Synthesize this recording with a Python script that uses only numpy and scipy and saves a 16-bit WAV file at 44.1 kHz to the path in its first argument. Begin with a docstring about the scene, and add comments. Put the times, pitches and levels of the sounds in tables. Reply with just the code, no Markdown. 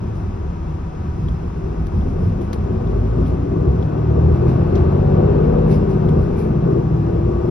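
"""A six-cylinder bus diesel, heard from inside: it sags as the clutch bites, revs up in first gear, drops at the shift.
Sines locked to the engine cycle make its tones; shaped noise makes its boom, roar and knock.
Gears whine and a panel drones as gliding sines; trim ticks and air valves puff as noise through resonances.
Behind them are a squeal, a squeak, a faint steady tone, ventilation noise and a fan motor tone.
A two-port microphone hears it all, bass nearly alike in both ports, treble with gaps in its spectrum."""
import sys
import numpy as np
from scipy import signal
from scipy.fft import rfft, irfft
from scipy.io import wavfile
from scipy.ndimage import uniform_filter1d

SR = 44100
rng = np.random.default_rng(int(sys.argv[2]) if len(sys.argv) > 2 else 0)


def master(y):
    """Save y as 16-bit WAV."""
    cut = np.clip(np.atleast_2d(y).T, -1, 1)
    pcm = np.round(cut * 32767)  # scale
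    wavfile.write(sys.argv[1], SR, pcm.astype(np.int16))


N = 330750
T, HZ = np.arange(N) / SR, np.fft.rfftfreq(N, 1 / SR)  # time of each sample (s), frequency of each bin (Hz)
CYLINDERS = 6  # firings in one four-stroke cycle
MID_HZ, MID_LOAD_DB = 70, -25  # firing rate and load that the engine levels refer to

# Course of the engine, levels before the cabin: start_s, firing_hz, load_db (sets roar, knock and uneven tones),
# boom_db, firing_tone_db, one_and_a_half_times_db, twice_db
ENGINE = [(0.0, 47.48, -35.5, -27.5, -33.5, -49.5, -37.5), (0.5, 35.75, -42, -30, -33.5, -32.5, -26.5),
          (0.898, 26.92, -39.5, -28.5, -43, -49, -42.5), (1.202, 20.94, -41, -25, -53, -58, -43),
          (1.498, 23.62, -37.5, -25.5, -44, -49, -37), (1.8, 28.7, -34.5, -25, -40, -30.5, -26),
          (2.1, 35.02, -33, -20.5, -25, -32, -30.5), (2.401, 40.9, -30.5, -25, -32, -39, -36.5),
          (2.649, 45.76, -29.5, -26, -39, -34.5, -26.5), (2.899, 50.12, -28.5, -24, -22.5, -31, -31),
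          (3.1, 54.53, -28, -24.5, -19.5, -32.5, -22), (3.301, 59.43, -26.5, -23.5, -23, -24, -32.5),
          (3.5, 62.9, -29.5, -30.5, -33, -29.5, -31), (3.7, 68.5, -28, -24.5, -18, -23, -27.5),
          (3.9, 73.04, -24.5, -29, -34, -27.5, -24.5), (4.102, 76.87, -25.5, -26.5, -18, -18, -27.5),
          (4.301, 80.88, -23, -29.5, -13.5, -23.5, -25.5), (4.502, 85.34, -20.5, -24.5, -28.5, -16, -37.5),
          (4.702, 89.7, -19.5, -20.5, -21.5, -28.5, -36), (4.901, 94.2, -18.5, -24.5, -21, -22, -26.5),
          (5.098, 96.9, -20, -25.5, -19.5, -18.5, -26.5), (5.299, 101.4, -17, -28.5, -19.5, -22.5, -26),
          (5.548, 105.1, -19.5, -22.5, -32.5, -22.5, -25.5),
          (5.699, 104.5, -19.5, -26.5, -26, -20.5, -22.5), (5.9, 100.8, -21.5, -25, -37, -25.5, -24.5),
          (6.103, 98.1, -22.5, -23, -27.5, -18.5, -32), (6.353, 93.55, -24, -23.5, -40, -31, -37.5),
          (6.601, 89.16, -24.5, -29, -30.5, -22, -29.5), (6.8, 83.85, -26.5, -25, -42, -23, -32.5),
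          (6.948, 81, -27, -30, -24.5, -21, -30.5), (7.099, 71.47, -26, -28, -25, -24.5, -29.5),
          (7.253, 63.3, -27.5, -27.5, -23.5, -23.5, -32), (7.5, 59.2, -26, -21.5, -29, -31.5, -37)]
# Multiples of the cycle whose levels stand in ENGINE: firing tone, 1.5 times it, twice it
MAIN_TONES = (6, 9, 12)


def engine():
    """Periodic combustion: harmonics of the cycle plus noise whose level follows the load."""
    firing_hz, load_db, boom_db, *main_db = curves(ENGINE)
    cycle = 2 * np.pi * np.cumsum(firing_hz) / SR / CYLINDERS
    load_change_db = load_db - MID_LOAD_DB
    tones = harmonics(cycle, MAIN_TONES, main_db) + steady_tones(cycle, firing_hz)
    tones = tones + uneven_tones(cycle, load_change_db)
    return tones + rumble(boom_db, load_db) + combustion_knock(cycle, load_change_db)


# Steady tones, multiple of the cycle: (level_db at MID_HZ, rise_db per octave of revs, lift_db off the throttle)
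ORDERS_OF_CYCLE = {2: (-37.5, 18, -2), 3: (-32.5, 22, 0.5), 4: (-36.5, 20, 0.5), 5: (-26.5, 12, -1.5),
                   7: (-30.5, 2.6, 0.42), 10: (-35.5, 16, 0.56), 11: (-27.5, 5.9, 0.5), 14: (-31.5, 4, 4.4),
                   15: (-28, 1.6, -3), 18: (-34.5, 3.9, 1), 28: (-35.5, 3.7, -1), 30: (-39.5, 7.1, -9.5)}


def steady_tones(cycle, firing_hz):
    """Forced vibration: each order grows with the revs and swells as it sweeps through a frame resonance."""
    lift_s, pedal_s = 5.4, 0.08  # the throttle eases off before the shift; time the move takes
    waver_db, waver_hz = 1, 5.4
    step = 128  # samples between level updates
    t, revs_hz = T[::step], firing_hz[::step]
    lifted = np.clip((t - lift_s) / pedal_s, 0, 1)
    octaves = np.log2(revs_hz / MID_HZ)
    levels_db = []
    for k, (db, rise_db, lift_db) in ORDERS_OF_CYCLE.items():
        level_db = db + rise_db * octaves + lift_db * lifted + frame_db(k * revs_hz / CYLINDERS)
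        levels_db.append(np.interp(T, t, level_db))
    waver = waver_db * np.array(wander(waver_hz, count=len(levels_db)))
    return harmonics(cycle, ORDERS_OF_CYCLE, levels_db + waver)


# Resonances of the frame that carries the steady tones: centre_hz, width_hz, gain_db
FRAME = [(34, 7.3, -16), (54.4, 6, -3), (67.4, 3.6, -1), (78.9, 6.6, -1.5), (97, 6.8, -1.5), (118.4, 15, 1),
         (149, 6.5, -0.5), (176.7, 28, -6.5), (212.3, 7.1, 0), (267.5, 40, -4), (311, 15, 1.5),
         (495.6, 27, -0.5)]


def frame_db(hz):
    """Resonant transmission: the powers of the frame's resonances add above a floor."""
    floor_db = -9
    power = amp(2 * floor_db)
    for centre_hz, width_hz, db in FRAME:
        power = power + amp(2 * db) / (1 + (2 * (hz - centre_hz) / width_hz) ** 2) ** 2
    return 10 * np.log10(power)


# Tones between the main and steady ones: multiple of the cycle, level_db within the group
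UNEVEN = [(8, -4), (13, -6), (20, -10.5), (21, -11.5), (22, -7.5), (23, -6.5), (24, -6), (25, -8.5),
          (26, -9)]


def uneven_tones(cycle, load_change_db):
    """Broken symmetry: unequal cylinders fill in other multiples of the cycle."""
    level_db, load_share = -31.5, 0.75  # rms at middle load; share of each load change followed
    multiples, order_db = np.transpose(UNEVEN)
    wander_db = 3.0 * np.array(wander(2.6, count=len(UNEVEN)))
    tones = harmonics(cycle, multiples, order_db[:, None] + wander_db)
    return evened(tones) * amp(level_db + load_share * load_change_db)


# Spectrum of the body boom: hz, level_db per Hz (relative)
BOOM = [(8, -13), (18, -14.5), (30, -5.5), (49, -0.5), (75, 8.5), (118, 0.5), (167, -2.5), (260, -6.5),
        (340, -59.5)]
# Spectrum of the low roar: hz, level_db per Hz (relative)
ROAR = [(35, -22), (60, -9.5), (179, -0.5), (295, -7.5), (379, -2), (545, -17), (618, -14.5), (877, -31.5),
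        (1200, -24.5), (1560, -78), (2640, -120)]


def rumble(boom_db, load_db):
    """Broadband radiation: boom and roar surge and dip at random."""
    roar_top_db = -25.5  # the roar's load level is capped; at high revs the tones take over
    lumpy_db, lumpy_hz = 2.5, 8
    boom_lumps, roar_lumps = lumpy_db * np.array(wander(lumpy_hz, count=2))
    boom = coloured(noise(), BOOM) * amp(boom_db + boom_lumps)
    roar = coloured(noise(), ROAR) * amp(np.minimum(load_db, roar_top_db) + roar_lumps)
    return boom + roar


# Spectrum of the combustion knock: hz, level_db per Hz (relative)
KNOCK = [(410, -15.5), (540, 2), (650, 0), (757, 0.5), (898, -1.5), (1140, -10), (1500, -10), (1910, -21),
         (2430, -26.5), (4500, -33.5), (5850, -65.5), (9900, -120)]


def combustion_knock(cycle, load_change_db):
    """Amplitude modulation: combustion noise throbs with each firing."""
    level_db, load_share = -41.5, 0.83  # rms at middle load; share of each load change followed
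    throb = 1 + 0.18 * np.cos(CYLINDERS * cycle)
    return coloured(noise() * throb, KNOCK) * amp(level_db + load_share * load_change_db)


# First gear whines as it takes up speed: start_s, pitch_hz, level_db
FIRST_GEAR = [(2.25, 184, -48), (2.65, 208, -28), (2.95, 230, -33.5), (3.1, 251, -37.5), (3.3, 272, -29.5),
              (3.55, 290, -31), (3.7, 308, -32.5)]
# Second gear takes up drive: start_s, pitch_hz, level_db
SECOND_GEAR = [(6.72, 338, -37.5), (6.88, 335, -31.5), (7.02, 333.4, -28.5), (7.25, 342, -27),
               (7.5, 352, -24.5)]


def gear_whine():
    """Gear meshing: a sine whose pitch glides with the speed."""
    return tone(FIRST_GEAR) + tone(SECOND_GEAR)


# A panel drones at high revs: start_s, pitch_hz, level_db
DRONE = [(4.78, 563, -43), (5.12, 569, -36.5), (5.3, 568, -40), (5.72, 568, -35), (5.84, 570, -46)]


def panel_drone():
    """Panel resonance: a nearly fixed sine whose level wavers."""
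    waver_db = 1.8 * wander(6, count=1)[0]
    return tone(DRONE) * amp(waver_db)


# Trim ticks, levels before the trim resonances: start_s, knock_db (peak), knock_hz, t60_s (the knock takes half),
# rattle_db, treble_db
TICKS = [(1.285, -37, 3323, 0.028, -47, -49), (1.865, -56, 3060, 0.033, -46, -45),
         (2.012, -40, 3260, .015, -54, -70), (2.377, -62, 3216, 0.015, -50, -51),
         (2.411, -49.5, 3225, 0.038, -46, -52), (2.5276, -46, 3300, 0.031, -30.5, -34),
         (2.871, -41.5, 3570, 0.02, -50.5, -73), (3.262, -42, 3199, 0.026, -55, -55),
         (3.827, -33.5, 3322, 0.013, -39.5, -70), (4.7515, -46, 4296, 0.061, -35.5, -50),
         (4.776, -39, 2509, .03, -49.5, -69), (6.089, -35, 3360, 0.017, -44.5, -39)]
# Resonances of the loose trim: centre_hz, width_hz, gain_db
TRIM = [(1100, 770, 10.5), (2460, 400, -6), (3280, 900, 1.5), (4520, 1600, -9), (5900, 700, -5.5)]


def ticks():
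    """Impact excitation: a compact decaying knock, then a short crackle in the loose trim."""
    rattle_rise_s, rattle_top_hz = 0.0042, 6500
    knock, rattle, treble = np.zeros((3, N))
    for s, knock_db, hz, t60, rattle_db, treble_db in TICKS:
        after = np.clip(T - s, 0, 1)
        fall = amp(-60 * after / t60) * (T >= s)
        attack = np.minimum(after / 0.00023, 1)
        knock = knock + amp(knock_db) * fall ** 2 * np.sin(2 * np.pi * hz * after) * attack
        # the gain makes up for the fall during the rise
        crackle = fall * np.minimum(after / rattle_rise_s, 1) ** 2 * amp(60 * rattle_rise_s / max(t60, .02))
        rattle = rattle + amp(rattle_db) * crackle
        treble = treble + amp(treble_db) * crackle
    grains = evened(noise() * noise())  # a product of noises is spikier than one noise
    dull = signal.butter(4, rattle_top_hz, fs=SR, output="sos")
    trim = signal.sosfilt(dull, modes(rattle * grains, TRIM))
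    return knock + trim + modes(treble * noise(), [(11100, 7200, 0.0032)])


# Air valve puffs: start_s, level_db (before sputter and nozzle gains), rise_s, t60_s,
# treble_db against mids, whistle_db against mids
PUFFS = [(.12, -84, 0.026, .45, 6, -15), (2.40, -82, .015, 0.28, 8, -15),
         (2.535, -76, 0.0032, 0.12, 4, -23), (2.9, -75, 0.0073, 0.086, -4, -14),
         (3.254, -76, 0.01, 0.24, 2, -9), (4.319, -77, 0.016, 0.33, -3, -11),
         (4.455, -73, 0.017, 0.43, -7, -8), (4.73, -70, 0.026, 0.32, -11, -23),
         (4.9, -80, .015, 0.2, 2.5, -19), (5.66, -76, 0.022, 0.43, 4, -8),
         (5.695, -69, 0.019, 0.25, -7, 7.5), (5.885, -75.5, 0.01, 0.28, -3, -3),
         (6.36, -71.5, 0.02, 0.29, 8, 0)]
# Nozzle resonances, a mid and a treble table, each: centre_hz, width_hz, gain_db
NOZZLE = [(2180, 380, 16), (2550, 220, 15), (3820, 1300, 5.5), (5360, 1400, -4.5)], [(10100, 500, -5.5),
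          (10400, 4300, 3)]
# The nozzle's own notes: centre_hz, width_hz, gain_db
WHISTLE = [(5150, 370, 7.5), (9950, 400, 5)]


def puffs():
    """Turbulent jet: escaping air swells softly, falls more slowly and sputters through a resonant nozzle."""
    mids, treble, whistle = np.zeros((3, N))
    for s, db, rise, t60, treble_db, whistle_db in PUFFS:
        after = np.clip(T - s, 0, 2)
        swell = (1 - np.exp(-after / np.clip(rise, .001, .04))) ** 2
        shape = amp(db - 60 * after / min(t60, .5)) * swell
        mids = mids + shape
        treble = treble + shape * amp(treble_db)
        whistle = whistle + shape * amp(whistle_db)
    flutter = evened(uniform_filter1d(rng.standard_normal(N), size=60))
    sputter = amp(24.5 + 2.1 * flutter)  # overall gain and its random swing, dB
    nozzle_mids, nozzle_treble = NOZZLE
    bands = [(mids, nozzle_mids), (treble, nozzle_treble), (whistle, WHISTLE)]
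    return sum(modes(part * sputter * noise(), table) for part, table in bands)


# A short squeal with the last puff: start_s, pitch_hz, level_db
SQUEAL = [(6.3, 2300, -58.5), (6.39, 2380, -55.5), (6.46, 2370, -61)]


def rough_squeal():
    """Narrow-band noise: random swells roughen a gliding sine."""
    return fuzzy(tone(SQUEAL), width_hz=60)


# A thin high squeak: start_s, pitch_hz, level_db
SQUEAK = [(1.38, 9480, -82), (1.5, 9450, -76), (1.7, 9360, -77), (1.78, 9350, -84)]


def high_squeak():
    """Narrow-band noise: faster random swells blur a high, slightly falling sine."""
    return fuzzy(tone(SQUEAK), width_hz=160)


# A faint tone of nearly steady pitch: start_s, pitch_hz, level_db
BUZZ = [(4.4, 1136, -54), (5.65, 1136, -49), (5.95, 1134, -57), (7.0, 1136, -53), (7.35, 1138, -47),
        (7.5, 1136, -52)]


def faint_tone():
    """Narrow-band noise: slow random swells make a sine swell and fade."""
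    return fuzzy(tone(BUZZ), width_hz=4)


# Spectrum of the fan rush: hz, level_db per Hz (relative); then its rms before the cabin (dB)
VENT, VENT_DB = [(88, -34.5), (150, 5), (256, -8.5), (335, -2), (460, -20), (620, -16.5), (934, -18),
                 (1430, -23.5), (2000, -30.5), (2800, -39.5), (3300, -37.5), (4400, -42.5), (5500, -47),
                 (6500, -47.5), (8000, -73)], -35
# Spectrum of the vent hiss: hz, level_db per Hz (relative); then its rms before the cabin (dB)
HISS, HISS_DB = [(4000, -25.5), (6000, 3.5), (7500, 6.5), (10000, -8.5), (12500, -11.5), (15500, -7)], -62


def ventilation():
    """Stationary flow noise: steady fan rush and hiss."""
    return amp(VENT_DB) * coloured(noise(), VENT) + amp(HISS_DB) * coloured(noise(), HISS)


# Fan motor tone, levels before the port gains: start_s, pitch_hz, level_db
HUM = [(0, 958, -55), (1.3, 965, -54), (1.7, 968, -61), (5.05, 970, -63), (5.3, 964, -50), (6.05, 953, -52),
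       (6.25, 948, -59), (6.75, 946, -54), (7.5, 948, -57)]


def fan_hum():
    """Phase opposition: the fan tone reaches the two ports with opposite sign and unequal level."""
    left, right = amp(9), -amp(-5)
    return tone(HUM) * np.array([[left], [right]])


# Panel resonances of the cabin: centre_hz, width_hz, gain_db
PANELS = [(163, 14, 6.5), (353, 28, 2.5), (389, 31, 4), (487, 30, 6.5), (752, 11, 6.5), (975, 110, 1.5),
          (1131, 66, 4.5), (1261, 38, 6.5), (1483, 14, 8), (2622, 530, 7.5), (5190, 390, 8.5),
          (11850, 80, 6), (12200, 120, 3)]


def cabin(x):
    """Resonant amplification: the panels lift narrow bands."""
    lift_db = sum(db / (1 + (2 * (HZ - hz) / width) ** 2) for hz, width, db in PANELS)
    return irfft(rfft(x) * amp(lift_db), N)


# Response of the sum of the ports: hz, gain_db
SUM = [(5800, 0), (6500, -5), (6950, -50), (8250, -50), (8800, -8), (9500, -4), (12700, -6), (13700, -45)]
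# Response of their difference: hz, gain_db
DIFFERENCE = [(40, -17), (170, -15), (250, -14), (350, -5), (480, 4), (650, 1.5), (1300, -1.5),
              (2700, -4.5), (3700, -1.5), (5000, -5), (6800, -1), (9200, -6.5), (10000, -30), (12200, -33),
              (12800, -8), (15500, -6)]
# Likeness of difference and sum: hz, in_step (-1 to 1), in_quadrature (-1 to 1)
LINK = [(70, 0.015, 0.6), (170, 0.34, 0.23), (250, 0.4, -0.046), (350, 0.61, 0.94), (480, 0.8, 0.66),
        (650, 0.46, 0.67), (900, 0.42, 0.14), (1300, 0.44, -0.35), (1900, -0.12, -0.33), (2700, 0.11, 0.34),
        (4000, 0.32, 0.22), (5500, 0.36, 0.05), (9000, 0.03, 0.4), (12000, 0.02, -0.23)]


def ports(shared, scattered):
    """Partial coherence: sum and difference of the two ports, partly linked, to left and right."""
    link = read(LINK, HZ) + 1j * read(LINK, HZ, column=2)
    link = link / np.maximum(abs(link), 1)
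    a, b = rfft(shared), rfft(scattered)
    unlinked = 1j * np.sqrt(1 - abs(link) ** 2 + 1e-9)
    mid = irfft(a * amp(read(SUM, HZ)), N)
    side = irfft((link * a + unlinked * b) * amp(read(DIFFERENCE, HZ)), N)
    return np.array([mid + side, mid - side])


def harmonics(cycle, multiples, levels_db):
    """Harmonic synthesis: sines phase-locked to the engine cycle, levels as rms."""
    total = 0
    for k, db in zip(multiples, levels_db):
        total = total + np.sqrt(2) * amp(db) * np.sin(k * cycle + 2 * np.pi * rng.random())
    return total


def tone(rows):
    """Frequency modulation: a sine along its pitch curve, fading at both ends, level as rms."""
    hz, db = curves(rows)
    to_nearest_end = np.minimum(T - rows[0][0], rows[-1][0] - T)
    fade = np.clip(to_nearest_end / 0.0048 + .01, 0, 1)
    return np.sqrt(2) * amp(db) * fade * np.sin(2 * np.pi * np.cumsum(hz) / SR)


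def fuzzy(x, width_hz):
    """Random modulation: low-passed noise smears a tone into a narrow band."""
    pole = np.exp(-np.pi * width_hz / SR)
    return x * evened(signal.lfilter([1], [1, -pole], rng.standard_normal(N)))


def modes(x, table):
    """Modal superposition: a sum of causal resonances."""
    return sum(amp(db) * signal.lfilter(*signal.iirpeak(hz, hz / width, SR), x, axis=-1)
               for hz, width, db in table)


def coloured(x, points):
    """Spectral shaping: gives x a spectrum, then rms 1."""
    return evened(irfft(rfft(x) * amp(read(points, HZ)), N))


def noise():
    """Incoherence: two unrelated noises, what both ports share and what is scattered in the cabin."""
    return rng.standard_normal((2, N))


def wander(rate_hz, count):
    """Random-phase superposition: slow curves of about rms 1 from sines up to rate_hz."""
    f = np.geomspace(rate_hz / 8, rate_hz, 10)
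    t = T[::256]
    phases = rng.random((count, 10, 1))
    slow = np.sin(2 * np.pi * (f[:, None] * t + phases)).sum(1) / np.sqrt(5)
    return [np.interp(T, t, row) for row in slow]


def curves(rows):
    """Linear interpolation: the columns of a table, one value per sample."""
    s, *columns = np.transpose(rows)
    return [np.interp(T, s, c) for c in columns]


def read(points, hz, column=1):
    """Logarithmic interpolation: a spectrum table as straight lines on log frequency."""
    p = np.array(points)
    return np.interp(np.log(hz + 1), np.log(p[:, 0] + 1), p[:, column])


def evened(x):
    """Normalisation to rms 1."""
    return x / np.sqrt(np.mean(x ** 2) + 1e-20)


def amp(db):
    """Decibel law: level to amplitude."""
    return 10 ** (np.asarray(db) / 20)


def scene():
    """Linear superposition: all sources add, then reach the two ports."""
    soft = np.clip(np.minimum(T, T[-1] - T) / .006, 0, 1)  # engine and ventilation start and end softly
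    air = cabin(soft * (engine() + ventilation()))
    air = air + gear_whine() + panel_drone() + ticks() + puffs()
    air = air + rough_squeal() + high_squeak() + faint_tone()
    return ports(*air) + fan_hum()


def record(dry):
    """Band limitation: the microphone's bass roll-off, then a steep treble limit."""
    edge_hz = 15800
    x = signal.sosfilt(signal.butter(2, 15, "high", fs=SR, output="sos"), dry)
    return signal.oaconvolve(x, signal.firwin(511, edge_hz, window=("kaiser", 9), fs=SR)[None], "same")


dry = scene()
out = record(dry)
master(out)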